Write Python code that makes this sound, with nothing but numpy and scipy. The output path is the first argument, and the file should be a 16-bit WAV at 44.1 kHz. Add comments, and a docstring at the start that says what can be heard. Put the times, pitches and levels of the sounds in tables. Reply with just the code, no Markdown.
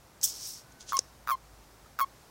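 """A sharp rustle, probably a sleeve, is heard first, with clicks at its onset; it trails off.
Then toads in a mating knot give three release chirps close to the microphone, on a quiet night.
Each chirp is a few short throat pulses that run together into a held, nearly pure note.
Small scuffs and clicks surround the first chirp; faint peeps, air and a low hum lie far behind.
Voices are summed overtones with breath noise; rustle, scuffs, clicks and air are coloured noise."""
import sys
import numpy as np
from scipy import signal
from scipy.fft import rfft, irfft
from scipy.io import wavfile
from scipy.ndimage import uniform_filter1d

SR = 44100
rng = np.random.default_rng(int(sys.argv[2]) if len(sys.argv) > 2 else 0)


def int16_out(signal):
    """Quantize to a 16-bit WAV file."""
    q = np.round(np.clip(np.atleast_2d(signal).T, -1, 1) * 32767)
    wavfile.write(sys.argv[1], SR, q.astype(np.int16))


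N = 101430

# Every colour below shapes noise by frequency. Each row: frequency in Hz, relative level in dB.
# The night air, and the slow level of the far hum. Each hum row: time in seconds, level in dB.
NIGHT_COLOUR = [(20, -23), (40, -13), (60, -8), (90, -9), (135, -7), (170, -12.5), (300, -14.5),
                (520, -15.5), (870, -15), (1200, -18), (3000, -27.5), (5500, -25.5), (9000, -30),
                (15500, -33.5)]
HUM_LEVEL = [(0, -68), (.7, -68), (.85, -66.5), (1.4, -63), (1.5, -57.5), (1.65, -59.5), (1.85, -65),
             (1.92, -69), (2.3, -74)]
NIGHT_DB, HUM_HZ = -57, 55

# Faint far peeps. Each row: middle in seconds, half length in seconds, level in dB, mean pitch in Hz.
PEEPS = [(0.787, 0.19, -63.5, 1500), (1.862, 0.0036, -51.5, 1310)]

# Soft scuffs. Each row: peak time in seconds, level in dB, rise in seconds, fall in seconds.
SCUFFS = [(0.722, -54, 0.0032, .004), (0.809, -45.5, 0.0058, 0.017), (0.897, -38.5, 0.011, 0.011),
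          (.915, -46, 0.0068, 0.027), (.975, -38.5, 0.0091, .014)]
SCUFF_COLOUR = [(400, -12), (2000, -16), (3300, -4), (4800, -1.5), (6500, 2), (8500, -9), (10500, -12),
                (12000, -36), (15500, -25)]

# Dry clicks. Each row: start in seconds, level in dB, decay in seconds, then the crack and the thud,
# both in dB against the click.
CLICKS = [(0.2135, -36.5, 0.0012, -8, -26), (0.2307, -23.5, 0.0018, -26, -28),
          (0.969, -21.5, 0.001, -0.5, -26), (0.9886, -32, 0.003, -4, -34), (0.9908, -12, 0.00098, -20, -11)]
# Colours of the click's bright ring and of its broad crack.
CLICK_COLOUR = [(300, -25.5), (1500, -17.5), (3000, -29.5), (4100, -10), (4700, -1), (5400, 3), (6600, 0.5),
                (8500, -10.5), (11000, -19), (15500, -53)]
CRACK_COLOUR = [(120, -43), (600, -26), (1600, -19), (3000, 7.5), (5000, -3), (9500, 2), (15500, -11)]
THUD_HZ, THUD_S = 500, 0.002
CLICK_TAIL_DB, CLICK_TAIL_S = -28, 0.004  # tail against the click, and its decay

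# Rustle: the quick swish, the longer slide beneath and beyond it, and the slide's treble.
# Each row: time in seconds, level in dB.
SWISH_LEVEL = [(.222, -57), (.230, -36), (.236, -24.5), (.243, -17.5), (.250, -22.5), (.259, -27),
               (.266, -36), (.295, -37.5), (.33, -56)]
SLIDE_LEVEL = [(.21, -70), (.216, -45), (.226, -49), (.233, -35), (.285, -39.5), (.335, -44), (.36, -42),
               (.39, -44), (.46, -40), (.50, -43), (.55, -47), (.595, -49), (.635, -66), (.68, -87)]
SHEEN_LEVEL = [(.34, -66), (.41, -63), (.48, -42.5), (.53, -50), (.60, -83)]
# Their colours, in the same order.
SWISH_COLOUR = [(300, -41), (1600, -42), (2700, -36), (3050, -12.5), (3450, -9.5), (4200, -28), (5400, 1.5),
                (8200, 1), (9400, -7), (10600, -8.5), (11500, -10), (12700, -5), (15500, -5)]
SLIDE_COLOUR = [(400, -31.5), (1800, -28), (3500, -17), (4600, -9.5), (5600, -1), (6900, -10),
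                (8200, -11.5), (10000, -17), (15500, -20.5)]
SHEEN_COLOUR = [(3000, -50), (7000, -8), (9000, 3), (10000, -4), (15500, -3.5)]
RUSTLE_GRAIN_DB = 2.2

# Opening pulses of the chirps. Each row: start in seconds, driven length in seconds, level in dB,
# pitch in Hz before scoop and jitter, brightness in dB against the level.
PULSES = [(0.9217, 0.002, -22, 1205, -5), (0.9303, 0.0033, -22, 1131, -2),
          (1.274, 0.00097, -21.5, 1274, -1), (1.2818, 0.0024, -26.5, 1232, 3),
          (1.2894, 0.0022, -19, 1221, -4), (1.2967, 0.0028, -20, 1182, -1), (1.3048, 0.0033, -20, 1171, -1),
          (1.3116, 0.004, -23, 1131, -0.5), (1.9890, 0.0022, -23.5, 1287, 2),
          (1.9952, 0.0018, -19.5, 1214, 3), (2.0030, 0.0031, -20.5, 1143, 1)]
# Held notes that end the chirps. Each row: start in seconds, length in seconds, starting level in dB,
# fade in dB per second, pitch in Hz before scoop and jitter, sag in Hz per second, overshoot in Hz,
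# attack in seconds.
NOTES = [(0.9346, .0445, -22.5, 110, 1083, 29, 1.2, 0.0084),
         (1.3151, .0375, -20.8, 256, 1062, 480, 38.6, 0.0023),
         (2.0100, 0.035, -19, 209, 1092, 260, 30, 0.00095)]
# Overtones of the throat. Each row: frequency in Hz, level in dB against the fundamental,
# before the edge settings below.
THROAT = [(2150, -24), (3250, -26), (4350, -27.5), (5400, -33), (6500, -32.5), (8200, -40), (9700, -32.5),
          (10800, -26), (11900, -33), (13000, -35), (14000, -27.5), (15100, -18.5)]
RASP_COLOUR = [(500, -18), (900, -2), (1500, 8), (2900, -0.5), (3600, -1), (5800, 5), (8000, -9.5),
               (11000, -5), (13000, 2), (15000, 3.5)]
PULSE_ATTACK_S, PULSE_RING_S, NOTE_RELEASE_S = 0.0012, 0.00106, 0.0015
SCOOP, SCOOP_S = 0.34, 0.00061  # each opening starts sharp by this share, then settles
PULSE_JITTER, NOTE_JITTER = 0.018, 0.0068  # random pitch wobble, as a share of the pitch
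SETTLE_S, RASP_S = 0.0081, 0.029  # the note's overshoot and rasp die away
PULSE_EDGE_DB, NOTE_EDGE_DB, RASP_DB = 4.5, 1.5, -27
FULL_DB, EDGE_GROWTH = -21, 0.29  # a note's edge and rasp gain this many extra dB per dB above FULL_DB
EDGE_HOLD_S, EDGE_FADE_S, EDGE_HZ = 0.014, 0.011, 7300  # the top overtones die as the pressure drops
SNAP_DB, SNAP_DELAY_S, SNAP_S = -19, 0.00097, 0.00038  # each pulse starts with a brief spit of air
LEAK_DB, LEAK_S = -24.5, 0.0025  # air seeps through around each pulse
SHIMMER_DB = 2  # each overtone flutters on its own

# Colour of the trace of echo from the open ground, before its decay is applied.
ECHO_COLOUR = [(1000, 9.5), (6000, 14), (12000, -64)]
ECHO_DB, ECHO_S = -36, 0.06
TOP_HZ = 15850


def undb(db):
    """Decibels to gain."""
    return 10 ** (np.asarray(db) / 20)


def unit(x):
    """Scale to rms 1."""
    return x / np.sqrt(np.mean(x ** 2) + 1e-20)


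def curve(t, points):
    """Gain along (s, dB) points, practically silent outside."""
    times, levels = np.array(points).T
    return undb(np.interp(t, times, levels, left=-150, right=-150))


def colour(x, points):
    """Causal, minimum-phase filter through (Hz, dB) points, built by folding the cepstrum."""
    hz, db = np.array(points, float).T
    f = np.maximum(np.fft.rfftfreq(N, 1 / SR), 1)
    log_gain = np.log(undb(np.interp(np.log(f), np.log(hz), db)))
    cepstrum = irfft(log_gain, N)
    cepstrum[1:N // 2] *= 2
    cepstrum[N // 2 + 1:] = 0
    return irfft(rfft(x) * np.exp(rfft(cepstrum)), N)


def walk(rate):
    """Smooth random wander with spread 1; a higher rate in Hz wanders faster."""
    width = max(int(SR / rate), 2)
    once = uniform_filter1d(rng.standard_normal(N), width)
    return unit(uniform_filter1d(once, width))


def friction(points, grain_db, grain_rate):
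    """Dense tiny slips that bunch into grains and ring the surface."""
    slips = rng.standard_normal(N) * undb(grain_db * walk(grain_rate))
    return unit(colour(slips, points))


def night(t):
    """Faint, nearly even air and a far hum that wavers in pitch and level."""
    air = undb(NIGHT_DB + 0.5 * walk(6.3)) * unit(colour(rng.standard_normal(N), NIGHT_COLOUR))
    hum_pitch = HUM_HZ * (1 + 0.043 * walk(14.8))
    hum = np.sin(2 * np.pi * np.cumsum(hum_pitch) / SR)
    return air + curve(t, HUM_LEVEL) * unit(hum * undb(2 * walk(25)))


def peeps(t):
    """Thin tones from far off, swelling and fading while their pitch wavers."""
    clock = np.cumsum(1 + 0.0146 * walk(82)) / SR  # seconds, running slightly unevenly
    out = np.zeros(N)
    for middle, half, db, hz in PEEPS:
        swell = np.exp(-((t - middle) / half) ** 2)
        out += undb(db) * swell * np.sin(2 * np.pi * hz * clock)
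    return out


def scuffs(t):
    """Brief gritty rubs: grainy friction that rises and falls around each peak."""
    env = np.zeros(N)
    for peak, db, rise, fall in SCUFFS:
        env += undb(db) * np.exp(-np.maximum((peak - t) / rise, (t - peak) / fall))
    return env * friction(SCUFF_COLOUR, grain_db=1.5, grain_rate=410)


def clicks(t):
    """Sharp snaps: a broad crack, a bright ring with a short tail, and a small thud."""
    snap, crack, out = np.zeros((3, N))
    for start, db, decay, crack_db, thud_db in CLICKS:
        age = np.maximum(t - start, 0)
        begun = t >= start
        tail = undb(CLICK_TAIL_DB) * np.exp(-age / CLICK_TAIL_S)
        snap += undb(db) * begun * (np.exp(-age / decay) + tail)
        crack += undb(db + crack_db) * begun * np.exp(-2 * age / decay)
        thud_env = (1 - np.exp(-age / decay)) * np.exp(-age / THUD_S)
        out += undb(db + thud_db) * thud_env * np.sin(2 * np.pi * THUD_HZ * age)
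    for env, points in ((snap, CLICK_COLOUR), (crack, CRACK_COLOUR)):
        crackle = np.sign(rng.standard_normal(N))
        out += colour(env * crackle, points) / np.std(colour(crackle, points))
    return out


def rustle(t):
    """Friction: a bright swish over a longer slide that brightens in its second half."""
    swish = curve(t, SWISH_LEVEL) * friction(SWISH_COLOUR, RUSTLE_GRAIN_DB, grain_rate=2400)
    slide = curve(t, SLIDE_LEVEL) * friction(SLIDE_COLOUR, RUSTLE_GRAIN_DB, grain_rate=1300)
    sheen = curve(t, SHEEN_LEVEL) * friction(SHEEN_COLOUR, RUSTLE_GRAIN_DB, grain_rate=680)
    return swish + slide + sheen


def opening(t, start, length, attack, release):
    """One opening of the larynx: its age, its envelope and its sharp start in pitch."""
    age = np.maximum(t - start, 0)
    rise = np.sin(np.pi / 2 * np.minimum(age / attack, 1)) ** 2
    fall = np.exp(-np.maximum(age - length, 0) / release)
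    scoop = 1 + SCOOP * np.exp(-age / SCOOP_S)
    return age, rise * fall, scoop


def toads(t):
    """One reed-like larynx: spitting pulses run into a held note that sags and loses its top overtones."""
    loud, edge, rasp, slack, pitch = np.zeros((5, N))
    wobble = walk(580)
    for start, length, db, hz, bright_db in PULSES:
        age, env, scoop = opening(t, start, length, PULSE_ATTACK_S, PULSE_RING_S)
        pulse = undb(db) * env
        bright = undb(db + bright_db)
        loud += pulse
        edge += bright * undb(PULSE_EDGE_DB) * env ** 2
        spit = undb(SNAP_DB) * np.exp(-((t - start - SNAP_DELAY_S) / SNAP_S) ** 2)
        leak = undb(LEAK_DB) * np.exp(-np.abs(t - start) / LEAK_S)
        rasp += bright * (undb(RASP_DB) * env ** 2 + spit + leak)
        pitch += pulse * hz * scoop * (1 + PULSE_JITTER * wobble)
    for start, length, db, fade, hz, sag, overshoot, attack in NOTES:
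        age, env, scoop = opening(t, start, length, attack, NOTE_RELEASE_S)
        note = undb(db - fade * age) * env
        bright = note * undb(EDGE_GROWTH * (db - FULL_DB))  # the edge grows with effort
        loud += note
        edge += bright * env * undb(NOTE_EDGE_DB)
        rasp += bright * undb(RASP_DB) * np.exp(-age / RASP_S)
        slack += note * np.maximum(age - EDGE_HOLD_S, 0) / EDGE_FADE_S
        glide = hz - sag * age + overshoot * np.exp(-age / SETTLE_S)
        pitch += note * glide * scoop * (1 + NOTE_JITTER * wobble)
    # where openings overlap, the louder one steers the single larynx
    pitch = pitch / (loud + 1e-12)
    slack = slack / (loud + 1e-12)
    phase = 2 * np.pi * np.cumsum(pitch) / SR
    breath = rasp * unit(colour(rng.standard_normal(N), RASP_COLOUR))
    out = loud * np.cos(phase) + breath
    throat_hz, throat_db = np.array(THROAT).T
    for k in range(2, 15):
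        throat = undb(np.interp(k * pitch, throat_hz, throat_db) + SHIMMER_DB * walk(330))
        dulling = np.exp(-(slack * k * pitch / EDGE_HZ) ** 2 / 2)
        out += edge * throat * dulling * np.cos(k * phase)
    return out


def scene():
    """Everything is central; the open ground gives only a trace of echo."""
    t = np.arange(N) / SR
    sources = peeps(t) + scuffs(t) + clicks(t) + rustle(t) + toads(t)
    tail = colour(rng.standard_normal(N), ECHO_COLOUR) * np.exp(-t / ECHO_S)
    echo = signal.fftconvolve(sources, unit(tail) / np.sqrt(N))[:N]  # tail scaled to energy 1
    both = sources + undb(ECHO_DB) * echo + night(t)
    return np.tile(both, (2, 1))


def record(dry):
    """The recorder cuts the top with a steep elliptic low-pass."""
    top_cut = signal.ellip(12, 0.2, 80, TOP_HZ, fs=SR, output="sos")
    return signal.sosfilt(top_cut, dry)


dry = scene()
out = record(dry)
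int16_out(out)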